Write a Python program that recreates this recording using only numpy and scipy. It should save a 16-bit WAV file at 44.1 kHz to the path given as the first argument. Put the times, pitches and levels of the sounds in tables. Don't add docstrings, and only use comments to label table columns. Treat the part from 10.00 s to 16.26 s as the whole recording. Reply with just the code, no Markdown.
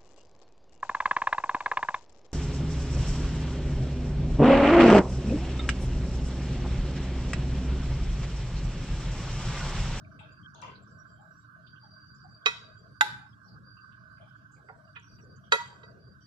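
import sys
import numpy as np
from scipy import signal
from scipy.fft import rfft, irfft, next_fast_len
from scipy.io import wavfile
from scipy.ndimage import uniform_filter1d, map_coordinates

SR = 44100
rng = np.random.default_rng(int(sys.argv[2]) if len(sys.argv) > 2 else 0)


def dump_mix(stems):
    frames = np.atleast_2d(stems).T
    limited = np.clip(frames, -1, 1)
    pcm = np.round(limited * 32767).astype(np.int16)
    wavfile.write(sys.argv[1], SR, pcm)


def natural_amplitude(level_db):
    exponent = np.asarray(level_db, float) / 20
    return 10 ** exponent


N = 276066
SIZE = next_fast_len(N)
HZ = np.maximum(np.arange(SIZE // 2 + 1) * SR / SIZE, 1)

# freq_hz, density_db_per_hz
HUM_SPECTRUM = [(12, -72), (20, -41.5), (47, -17), (119, 2.5), (166, -5), (201, -8), (271, -18), (300, -13),
                (327, -24.5), (400, -26.5), (520, -55.5), (880, -120)]
# time_s, level_db
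RUMBLE_LOAD = [(0, -52.5), (.7, -54.5), (1.5, -58), (2.2, -56.5), (2.8, -56), (3.2, -57), (4.1, -55),
               (4.7, -58), (5.3, -54.5), (5.8, -55), (6.26, -56.5)]
# centre_hz, width_hz, level_db
FAN_BANDS = [(1084.3, 130, -10.5), (1201, 250, -6), (1371, 210, -7), (1518.7, 150, 0.5), (1616, 180, -6)]
# time_s, level_db
FAN_LOAD = [(0.0, -58.5), (0.57, -57), (1.06, -58), (3.03, -58.5), (3.52, -59), (4.13, -56), (4.509, -60),
            (5.54, -61.5), (5.68, -59), (5.84, -57), (6.01, -65), (6.26, -61)]
MAINS_HZ, MAINS_DB = 292.9, -77.5

# freq_hz, likeness_0_to_1
PORT_LIKENESS = [(40, .78), (130, .88), (300, .6), (700, .3), (1400, .6), (3000, .2), (15000, .05)]
# freq_hz, left_minus_right_db
PORT_BALANCE = [(60, 2.5), (110, -3.5), (200, 10.5), (380, -10.5), (700, 13), (1290, -11), (2380, -6),
                (4400, 0.5), (8120, -0.5), (15000, -1)]
HUM_LAG_MS, BOWL_LAG_MS = 0.22 + 0.01, 0.22

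# freq_hz, density_db_per_hz
RESIDUE_SPECTRUM = [(1000, -39), (1700, -12), (1990, -27), (4660, -23), (5110, -23), (7470, -31.5),
                    (8500, -33.5), (13100, -36.5), (14100, -37.5), (14350, -90)]
RESIDUE_DB = -81
# centre_hz, width_hz, shut_level_db
LEAK_BANDS = [(450, 290, -86), (640, 94, -84.5), (840, 130, -93), (4690, 130, -87.5)]
# start_s, end_s, band_hz, peak_db
LEAK_SPELLS = [(0.0, 0.387, 640, -67.5), (0.042, 0.174, 4690, -83.5), (0.277, .44, 4690, -76),
               (0.48, 0.526, 4690, -79), (0.084, 0.352, 450, -70.5), (0.523, 0.853, 450, -67),
               (0.53, 0.87, 640, -67.5), (0.894, 1.142, 4690, -82), (0.896, 1.406, 640, -71.5),
               (1.036, 1.35, 450, -77), (1.57, 2.476, 4690, -67), (1.813, 2.046, 640, -73),
               (2.267, 2.966, 640, -70.5), (2.29, 2.756, 450, -70.5), (2.475, 3.32, 4690, -68),
               (3.04, 3.189, 640, -69), (3.063, 3.287, 840, -64), (3.366, 3.57, 640, -79),
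               (3.442, 3.716, 450, -76.5), (3.473, 3.57, 4690, -72), (3.62, 4.05, 4690, -69.5),
               (4.08, 4.21, 4690, -74), (3.935, 4.463, 640, -76), (4.194, 4.28, 640, -60),
               (4.642, 4.73, 4690, -81), (4.546, 4.81, 450, -73.5), (4.608, 4.946, 640, -69.5),
               (4.84, 4.94, 4690, -77), (5.058, 5.4, 4690, -73), (5.082, 5.402, 450, -68),
               (5.096, 5.234, 640, -72.5), (5.355, 6.084, 640, -71), (5.444, 6.178, 450, -67),
               (5.505, 5.966, 4690, -72.5), (5.985, 6.152, 4690, -78), (6.198, 6.323, 4690, -68),
               (5.636, 5.79, 840, -71), (4.5, 4.62, 840, -72), (2.78, 2.95, 450, -72),
               (.86, 1.05, 450, -74), (1.55, 1.68, 640, -74), (3.45, 3.6, 840, -78), (4.18, 4.3, 840, -76)]
LEAK_EDGE_SHARE = 0.31
# start_s, end_s, centre_hz, level_db
FLICKERS = [(0.063, 0.186, 5700, -87), (.315, .34, 7140, -84), (.38, 0.524, 5690, -83.5),
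            (0.426, 0.469, 3230, -66), (0.82, 0.864, 7420, -78.5), (0.808, 1.495, 7470, -85.5),
            (0.972, 1.128, 5660, -77.5), (1.08, 1.217, 3170, -79), (1.187, 1.493, 3860, -88),
            (1.2, 1.4, 12600, -99), (1.309, 1.47, 5700, -87), (1.584, 1.89, 3250, -86),
            (1.782, 2.356, 5740, -88), (1.977, 2.4, 7430, -88.5), (2.144, 2.25, 5250, -80),
            (2.21, 2.285, 3600, -86), (2.731, 2.82, 7230, -86), (2.857, 2.95, 9000, -92),
            (3.37, 3.443, 7660, -90), (3.395, 3.543, 12840, -99), (3.417, 3.544, 5540, -82.5),
            (4.097, 4.354, 9060, -98), (4.204, 4.313, 5090, -82), (4.349, 4.406, 6940, -82),
            (4.503, 4.741, 12600, -108), (4.543, 4.834, 7670, -93), (4.755, 4.862, 5670, -81),
            (4.87, 4.95, 2880, -80), (4.921, 4.96, 5670, -82.5), (4.995, 5.26, 5750, -77),
            (5.225, 5.258, 7200, -86), (5.299, 5.497, 5760, -87), (2.751, 2.92, 3260, -81),
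            (3.323, 3.348, 3300, -77.5), (6.203, 6.258, 3130, -84.5), (6.2, 6.26, 5690, -81),
            (4.95, 5.511, 12600, -99), (4.986, 5.29, 7760, -93), (5.676, 5.993, 5500, -89),
            (.22, .4, 2650, -80), (.62, .8, 4750, -74), (.7, .74, 7000, -82), (3.43, 3.55, 4300, -80),
            (3.27, 3.33, 5200, -82), (4.92, 4.94, 3900, -82), (5.01, 5.05, 3100, -72),
            (5.12, 5.2, 5200, -80), (4.2, 4.32, 2350, -80), (1.95, 2.15, 12800, -98)]

# freq_hz, t60_s
KITCHEN_T60 = [(300, 0.88), (1000, 0.65), (3000, 0.44), (7000, 0.5), (14000, 0.23)]
KITCHEN_DB, TILES_DB_PER_OCTAVE = -11, 2.2
TAIL_SHUTS_S = 0.39
MODES_TO_ROOM_DB, CRACK_TO_ROOM_DB, FOOD_TO_ROOM_DB, TICKS_TO_ROOM_DB = -6, 0, -9, -5.5

# start_s, peak_db_rms, centre_hz, t60_s
CRUMBS = [(0.043, -72, 2400, 0.055), (0.188, -75, 7900, 0.099), (.2, -59.5, 876, 0.14),
          (0.543, -72, 6140, 0.27), (.549, -72, 3720, 0.11), (0.625, -54, 1090, 0.35),
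          (0.752, -65, 4210, 0.073), (.872, -74.5, 5500, 0.16), (1.19, -62, 833, .2),
          (1.755, -69.5, 3060, 0.099), (1.83, -62, 810, 0.14), (2.144, -72, 6960, 0.063),
          (2.24, -64.5, 770, 0.16), (2.419, -76.5, 3250, 0.3), (3.479, -69, 4600, 0.17),
          (3.77, -72.5, 2710, 0.1), (4.208, -74.5, 3200, 0.59), (4.515, -71, 7100, 0.17),
          (4.56, -74, 2260, 0.11), (5.185, -70.5, 2640, 0.045), (5.358, -69, 6600, 0.063),
          (5.436, -71.5, 3230, 0.22), (5.832, -48.5, 480, 0.028)]
CRUMB_OCTAVES, CRUMB_RISE_S = 0.24, 0.0054
# start_s, peak_db_rms, centre_hz, t60_s
DRAGS = [(.19, -60.5, 2840, 0.29), (.543, -64, 5340, 0.021), (.547, -63, 810, 0.47), (.56, -64, 3500, 0.52),
         (0.618, -62, 5500, 0.23), (.622, -55, 2500, 0.3), (.63, -55.5, 640, 0.2), (.622, -50, 1000, .22),
         (1.668, -65.5, 3600, 0.092), (3.014, -53, 400, 0.24), (3.02, -57, 620, .2),
         (3.92, -71, 3030, 0.098), (4.17, -77, 2420, 0.29), (4.686, -61.5, 1810, 0.043),
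         (4.69, -54.5, 696, 0.12), (4.695, -67, 1660, 0.17), (4.957, -54, 2750, 0.082),
         (4.961, -45, 1410, 0.058), (4.972, -63.5, 2900, 0.22), (5.524, -28.5, 574, 0.069)]
DRAG_OCTAVES, DRAG_RISE_S = 0.59, 0.0015
# start_s, peak_db_rms, centre_hz, t60_s
THUDS = [
    (5.11, -52, 75, .12),
    (5.52, -50, 140, .1),
]
BREAD_PAN_DB, BOWL_PAN_DB, AT_BOWL_FROM_S = 3, -4.5, 1.5

# start_s, level_db, ring_hz, t60_s, left_minus_right_db
TICKS = [(.047, -54.5, 2350, 0.028, -8), (0.192, -55, 2700, 0.054, 7), (0.198, -53, 3270, 0.019, 9),
         (.546, -55, 6460, 0.019, 13), (.548, -57, 3500, .025, 15), (0.556, -52, 4020, .015, 6),
         (.616, -42.5, 5830, .01, 13), (.618, -52, 8200, 0.0091, 9), (.621, -49, 3900, 0.017, 6),
         (.755, -57.5, 3980, 0.036, -6), (.771, -60.5, 4030, 0.028, -3), (1.669, -62, 3230, .015, -10.5),
         (4.689, -49, 1800, 0.019, -10), (4.692, -46, 1130, 0.026, -6), (4.877, -65, 2790, 0.035, -6),
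         (4.962, -39, 2590, 0.017, -9), (4.968, -48, 1340, .025, -5), (4.9666, -45, 2480, 0.053, -14),
         (4.969, -51.5, 3600, 0.018, -3), (4.997, -55, 6730, 0.013, -7), (5.187, -58.5, 2750, .02, -3),
         (5.205, -58, 2390, .015, -2.5)]
TICK_SNAP_DB, TICK_RISE_MS = -6, 1

# start_s, level_db, contact_lowpass_hz, ring_t60_share
TAPS = [
    (2.477, -15, 2400, 1),
    (4.686, -23.5, 1150, 1),
    (4.961, -31.5, 2975, 1),
    (5.186, -50, 3000, 1),
    (5.832, -38.5, 6200, 0.94),
]
# freq_hz, held_t60_s, free_level_db, free_t60_s
RIM_MODES = [(443, 0.13, -32, 0.18), (947, 0.234, -5, 0.4), (1150, 0.12, -24.5, 0.16),
             (1330, 0.083, -35, 0.18), (1413, 0.083, -20.5, 0.24), (1810, 0.042, -30, .2),
             (1957, 0.13, -31.5, 0.57), (2525, 0.11, -18.5, 0.14), (2700, 0.058, -20.5, .22),
             (3170, 0.053, -25.5, 0.5), (3130, .07, -22, .2), (3850, 0.082, -33.5, 0.22),
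             (4600, 0.044, -27.5, 0.5), (5500, 0.091, -12, 0.17), (6370, 0.096, -16.5, .35),
             (7560, 0.061, -28.5, 0.69), (8400, 0.02, -16, 0.27), (10720, 0.18, -13, .3)]
# first_left_db, first_right_db, last_left_db, last_right_db
RIM_STRENGTHS = [(-40.5, -26, -32.5, -21.5), (-37, -52, -29.5, -25.5), (-27, -31.5, -25.5, -31.5),
                 (-29, -36.5, -48, -14), (-39, -33, -15.5, -10.5), (-30, -28.5, -37, -26),
                 (-24.5, -30, -11.5, -13), (-24.5, -15, -43.5, -22), (-32, -29, -52, -32),
                 (-20.5, -18.5, -21.5, -23), (-30, -30, -30, -31.5), (-24, -14, -24, -16),
                 (-38, -23.5, -21, -19), (-40, -33, -36.5, -36), (-34, -39, -38.5, -29),
                 (-52.5, -71, -25.5, -33), (-49.5, -61, -55.5, -59), (-67.5, -55.5, -42.5, -50)]
# freq_hz, held_t60_s, left_db, right_db, free_level_db, free_t60_s
BOTTOM_MODES = [(946, 0.059, -36, -23, -16, 0.38), (1289, 0.03, -21, -12.5, -49, .2),
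                (1421, .05, -20, -15, -25, .25), (1535, .055, -14, -9.5, -25, .28),
                (1940, .07, -31, -28, -22, .3), (2010, 0.098, -38.5, -19, -26.5, 0.17),
                (2755, 0.056, -26, -36, -40.5, 0.15), (3250, 0.055, -35.5, -30.5, -21.5, 0.27),
                (3600, 0.057, -26, -27.5, -34.5, 0.27), (3724, 0.029, -21.5, -27, -30, 0.46),
                (4600, 0.048, -40, -33.5, -25, .2), (6806, 0.06, -49.5, -41.5, -35.5, 0.22),
                (7050, 0.03, -16, -32, -31, 0.11), (9336, 0.018, -56.5, -37, -26.5, .15),
                (10620, 0.071, -53.5, -43, -11.5, .17), (12000, 0.036, -53.5, -48, -22.5, .15),
                (14880, .05, -63.5, -62, -26, .15)]
TWIN_SPLIT_HZ = 14
SHIMMER_HZ = [9260, 9740, 9800, 11350, 12250, 13050, 14150]
SHIMMER_DB, SHIMMER_T60_S, SHIMMER_FREE_DB, SHIMMER_FREE_T60_S = -56, .08, -8, .26
# freq_hz, t60_s, level_db
SPOON_MODES = [(842, 0.13, -17.5), (870, 0.12, -18)]

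# start_s, crack_db, crack_t60_s, rise_ms, crack_above_10khz_db
KNOCKS = [
    (2.4591, -22, 0.082, 0.4, -11.5),
    (3.0094, -14, 0.031, 0.43, 0),
    (5.5202, -13, 0.032, 2.3, -4),
]
# freq_hz, density_db_per_hz
CRACK_SPECTRUM = [(250, -38), (650, -18.5), (1440, -3), (2930, -17), (3810, -5), (5130, -17.5), (7250, -20),
                  (8280, -30.5), (14500, -39), (15500, -62.5)]
# wash_db, wash_t60_s,
# lead_in_db, lead_in_ms_per_10db
WASHES = [
    (-42, 0.33, -37, 2.5),
    (-38.5, .3, -30.5, 0.5),
    (-43.5, 0.52, -38.5, 3),
]
BOWL_LOW_CUT_HZ, BOWL_TOP_CUT_HZ = (390, 720, 370), (12800, 15300, 15000)


def at_hz(points, hz):
    table_hz, values = np.array(points).T
    return np.interp(np.log(hz), np.log(table_hz), values)


def rms_one(x):
    return x / np.sqrt(np.mean(x ** 2) + 1e-20)


def add(out, start_s, sound):
    at = round(start_s * SR)
    out[:, at:at + sound.shape[1]] += sound[:, :N - at]


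def drift(rate_hz, count=N):
    knots = rng.standard_normal(800)
    return map_coordinates(knots, [np.arange(count) * rate_hz / SR + 2], order=2) * 1.15


def bell(hz, width_hz):
    return 1 / (1 + (2 * (HZ - hz) / width_hz) ** 2) ** 1.31


def band(x, hz, octaves):
    edges_hz = np.clip(hz * 2 ** (np.array([-.5, .5]) * octaves), 50, .45 * SR)
    return rms_one(signal.sosfilt(signal.butter(3, edges_hz, "band", fs=SR, output="sos"), x))


def hiss(shape):
    near, other = rfft(rng.standard_normal((2, SIZE))) * shape
    alike = np.clip(at_hz(PORT_LIKENESS, HZ), 0, 1)
    delay = np.exp(-2j * np.pi * HZ * HUM_LAG_MS / 1000)
    left = alike * near * delay + np.sqrt(1 - alike ** 2) * other
    lean = natural_amplitude(at_hz(PORT_BALANCE, HZ) / 2)
    return rms_one(irfft([left * lean, near / lean], SIZE)[:, :N])


def mottled(x, depth_db, high, long):
    cells = signal.stft(x, nperseg=1024)[2]
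    field = rng.standard_normal(cells.shape[1:])
    field = uniform_filter1d(field, size=high, axis=0)
    field = rms_one(uniform_filter1d(field, size=long, axis=1))
    gain = natural_amplitude(depth_db * np.minimum(field, 2))
    return signal.istft(cells * gain, nperseg=1024)[1][:, :N]


def appliance():
    t = np.arange(N) / SR
    rumble_db = np.interp(t, *np.transpose(RUMBLE_LOAD)) + 1.7 * drift(12.0)
    out = natural_amplitude(rumble_db) * hiss(natural_amplitude(at_hz(HUM_SPECTRUM, HZ)))
    out += natural_amplitude(MAINS_DB) * hiss(bell(MAINS_HZ, 20))
    fan = np.zeros((2, N))
    for hz, width_hz, db in FAN_BANDS:
        fan += natural_amplitude(db + 1.1 * drift(23)) * hiss(bell(hz, width_hz) ** 1.66)
    fan_db = np.interp(t, *np.transpose(FAN_LOAD)) + 2.4 * drift(50)
    return out + natural_amplitude(fan_db) * rms_one(fan)


def gated_bands():
    out = np.zeros((2, N))
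    centres_hz = np.array(LEAK_BANDS)[:, 0]
    gates = natural_amplitude(np.array(LEAK_BANDS)[:, 2:]) * np.ones(N)
    for start_s, end_s, hz, db in LEAK_SPELLS:
        k = np.argmin(abs(centres_hz - hz))
        swell = signal.windows.tukey(round((end_s - start_s) * SR), LEAK_EDGE_SHARE)
        add(gates[k:k + 1], start_s, natural_amplitude(db) * swell[None])
    for (hz, width_hz, _), gate in zip(LEAK_BANDS, gates):
        flutter_db = 4.5 * np.minimum(drift(18), 1.2)
        out += gate * natural_amplitude(flutter_db) * hiss(bell(hz, width_hz))
    return out


def flickers():
    out = np.zeros((2, N))
    for start_s, end_s, hz, db in FLICKERS:
        count = round((end_s - start_s) * SR)
        flutter_db = 8.8 * np.minimum(drift(26.4, count=count), 1)
        envelope = natural_amplitude(db + flutter_db) * signal.windows.tukey(count, .3)
        noise = band(rng.standard_normal((2, SR)), hz, 170 / hz * np.sqrt(2))
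        add(out, start_s, noise[:, :count] * envelope)
    return out


def leaks():
    residue = hiss(natural_amplitude(at_hz(RESIDUE_SPECTRUM, HZ)) * (HZ > 1600))
    return natural_amplitude(RESIDUE_DB) * mottled(residue, 5.0, high=5, long=7) + gated_bands() + flickers()


def kitchen(x):
    t = np.arange(SR // 2) / SR
    tail = np.zeros((2, len(t)))
    for hz in 250 * 2. ** np.arange(7):
        edges_hz = [hz / np.sqrt(2), min(hz * np.sqrt(2), .45 * SR)]
        sos = signal.butter(2, edges_hz, "band", fs=SR, output="sos")
        level_db = TILES_DB_PER_OCTAVE * np.log2(hz / 4000) - 60 * t / at_hz(KITCHEN_T60, hz)
        tail += signal.sosfilt(sos, rng.standard_normal((2, len(t)))) * natural_amplitude(level_db)
    tail *= np.clip((t - .004) / 0.0018, 0, 1)
    tail *= natural_amplitude(-20 * (t / TAIL_SHUTS_S) ** 4)
    tail /= np.sqrt(np.sum(tail ** 2) / 2)
    return natural_amplitude(KITCHEN_DB) * signal.fftconvolve(x[1:], tail, axes=1)[:, :N]


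def rustles(events, octaves, rise_s):
    out, t = np.zeros((2, N)), np.arange(SR // 2) / SR
    for start_s, db, hz, t60_s in events:
        grain_db = 3.0 * np.minimum(rng.exponential(1, len(t)), 4)
        grains = band(rng.standard_normal((2, len(t))) * natural_amplitude(grain_db), hz, octaves)
        fade_db = -60 * (np.maximum(t - rise_s, 0) / t60_s) ** 1.6
        pan_db = BREAD_PAN_DB if start_s < AT_BOWL_FROM_S else BOWL_PAN_DB
        pan = natural_amplitude(pan_db * np.array([[.5], [-.5]]))
        add(out, start_s, grains * np.minimum(t / rise_s, 1) * natural_amplitude(db + fade_db) * pan)
    return out


def ticks():
    out, t = np.zeros((2, N)), np.arange(SR // 10) / SR
    rise = (1 - np.exp(-t * 1000 / TICK_RISE_MS)) ** 2
    for start_s, db, hz, t60_s, pan_db in TICKS:
        snap = natural_amplitude(TICK_SNAP_DB - 60 * t / .006) * band(rng.standard_normal(len(t)), hz, 1.14)
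        ring = natural_amplitude(-60 * t / t60_s) * np.sin(2 * np.pi * hz * t)
        tick = (ring + snap) * rise
        for side, late_s in enumerate((BOWL_LAG_MS / 1000, 0)):
            side_db = db + 5.5 + pan_db * (.5 - side)
            add(out[side:side + 1], start_s + late_s, natural_amplitude(side_db) * tick[None])
    return out


def struck(modes, sides_db, rise_ms):
    hz, t60_s, free_db, free_t60_s = np.array(modes).T[:, :, None]
    split_hz = TWIN_SPLIT_HZ * rng.uniform(.5, 1.5, hz.shape)
    clock_s = np.arange(SR * 7 // 10) / SR
    jolts = rng.standard_normal((len(modes), 100))
    rattle = np.array([np.interp(clock_s * 120, np.arange(100), row) for row in jolts])
    chatter = natural_amplitude(3.5 * rattle - 1)
    out = []
    for db, late_s in zip(np.transpose(sides_db), (BOWL_LAG_MS / 1000, 0)):
        t = np.maximum(clock_s - late_s, 0)
        held = natural_amplitude(-60 * (t / t60_s) ** 1.16) * np.sin(2 * np.pi * hz * t)
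        free = natural_amplitude(free_db - 60 * t / free_t60_s) * np.sin(2 * np.pi * (hz + split_hz) * t)
        rise = 1 - np.exp(-t * 1000 / rise_ms)
        out.append(rise * np.sum(natural_amplitude(db)[:, None] * chatter * (held + chatter * free), axis=0))
    return np.array(out)


def taps():
    out = np.zeros((2, N))
    for start_s, db, cut_hz, share in TAPS:
        modes = np.array(RIM_MODES) * [1, share, 1, 1]
        dull_db = -20 * np.log10(1 + (modes[:, :1] / cut_hz) ** 4)
        dull_db = dull_db + rng.normal(0, 3.1, (len(modes), 2))
        add(out, start_s, struck(modes, np.array(RIM_STRENGTHS)[:, 2:] + db + dull_db, rise_ms=1.1))
    return out


def spoon_ring():
    t = np.arange(SR // 2) / SR
    late = t - [[BOWL_LAG_MS / 1000], [0]]
    out = np.zeros((2, len(t)))
    for sense, (hz, t60_s, db) in zip((1, -1), SPOON_MODES):
        out += sense * natural_amplitude(db - 60 * t / t60_s) * np.sin(2 * np.pi * hz * late)
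    return out * (1 - np.exp(-t / .011))


def shimmer(top_db, rise_ms):
    modes = [(hz, SHIMMER_T60_S, SHIMMER_FREE_DB, SHIMMER_FREE_T60_S) for hz in SHIMMER_HZ]
    return struck(modes, SHIMMER_DB + top_db + rng.normal(0, 1.6, (len(modes), 2)), rise_ms)


def knocks():
    rings, cracks = np.zeros((2, 2, N))
    t = np.arange(SR // 2) / SR
    ahead_s = t[:SR // 40][::-1]
    bottom, rim_db = np.array(BOTTOM_MODES), np.array(RIM_STRENGTHS)
    damped = (np.array(RIM_MODES) + [0, 0, -6, 0]) * [1, 1, 1, .7]
    bodies = [(damped, rim_db[:, :2]), (bottom[:, [0, 1, 4, 5]], bottom[:, 2:4]), (RIM_MODES, rim_db[:, 2:])]
    spans_hz = zip(BOWL_LOW_CUT_HZ, BOWL_TOP_CUT_HZ)
    for knock, body, wash, span_hz in zip(KNOCKS, bodies, WASHES, spans_hz):
        start_s, crack_db, crack_t60_s, rise_ms, top_db = knock
        wash_db, wash_t60_s, lead_in_db, lead_in_ms = wash
        span = signal.butter(4, span_hz, "band", fs=SR, output="sos")
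        ring = struck(*body, rise_ms) + shimmer(top_db, rise_ms)
        add(rings, start_s, signal.sosfilt(span, ring))

        noise = hiss(natural_amplitude(at_hz(CRACK_SPECTRUM, HZ) + top_db / (1 + (10000 / HZ) ** 6)))
        patchy = rms_one(mottled(noise[:, SR:2 * SR], 5.0, high=7, long=5)[:, :len(t)])
        burst = noise[:, :len(t)] * natural_amplitude(crack_db - 60 * t / crack_t60_s)
        burst += patchy * natural_amplitude(wash_db - 60 * t / wash_t60_s)
        add(cracks, start_s, signal.sosfilt(span, burst * (1 - np.exp(-t * 1000 / rise_ms))))

        lead_in = signal.sosfilt(span, noise[:, -len(ahead_s):])
        add(cracks, start_s - ahead_s[0], lead_in * natural_amplitude(lead_in_db - 10 * ahead_s * 1000 / lead_in_ms))
    add(rings, KNOCKS[1][0], spoon_ring())
    return rings, cracks


def scene():
    rings, cracks = knocks()
    rings = rings + taps()
    ticked = ticks()
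    food = rustles(CRUMBS, CRUMB_OCTAVES, CRUMB_RISE_S) + rustles(DRAGS + THUDS, DRAG_OCTAVES, DRAG_RISE_S)
    food = mottled(food, 5.0, high=2, long=19)
    sent = natural_amplitude(MODES_TO_ROOM_DB) * rings + natural_amplitude(CRACK_TO_ROOM_DB) * cracks
    sent += natural_amplitude(FOOD_TO_ROOM_DB) * food + natural_amplitude(TICKS_TO_ROOM_DB) * ticked
    echoes = mottled(kitchen(sent), 3.0, high=4, long=15)
    return rings + ticked + cracks + food + echoes + appliance() + leaks()


def low_pass(x):
    return signal.sosfilt(signal.butter(12, 15820, fs=SR, output="sos"), x)


def record(dry):
    return low_pass(dry)


dry = scene()
out = record(dry)
dump_mix(out)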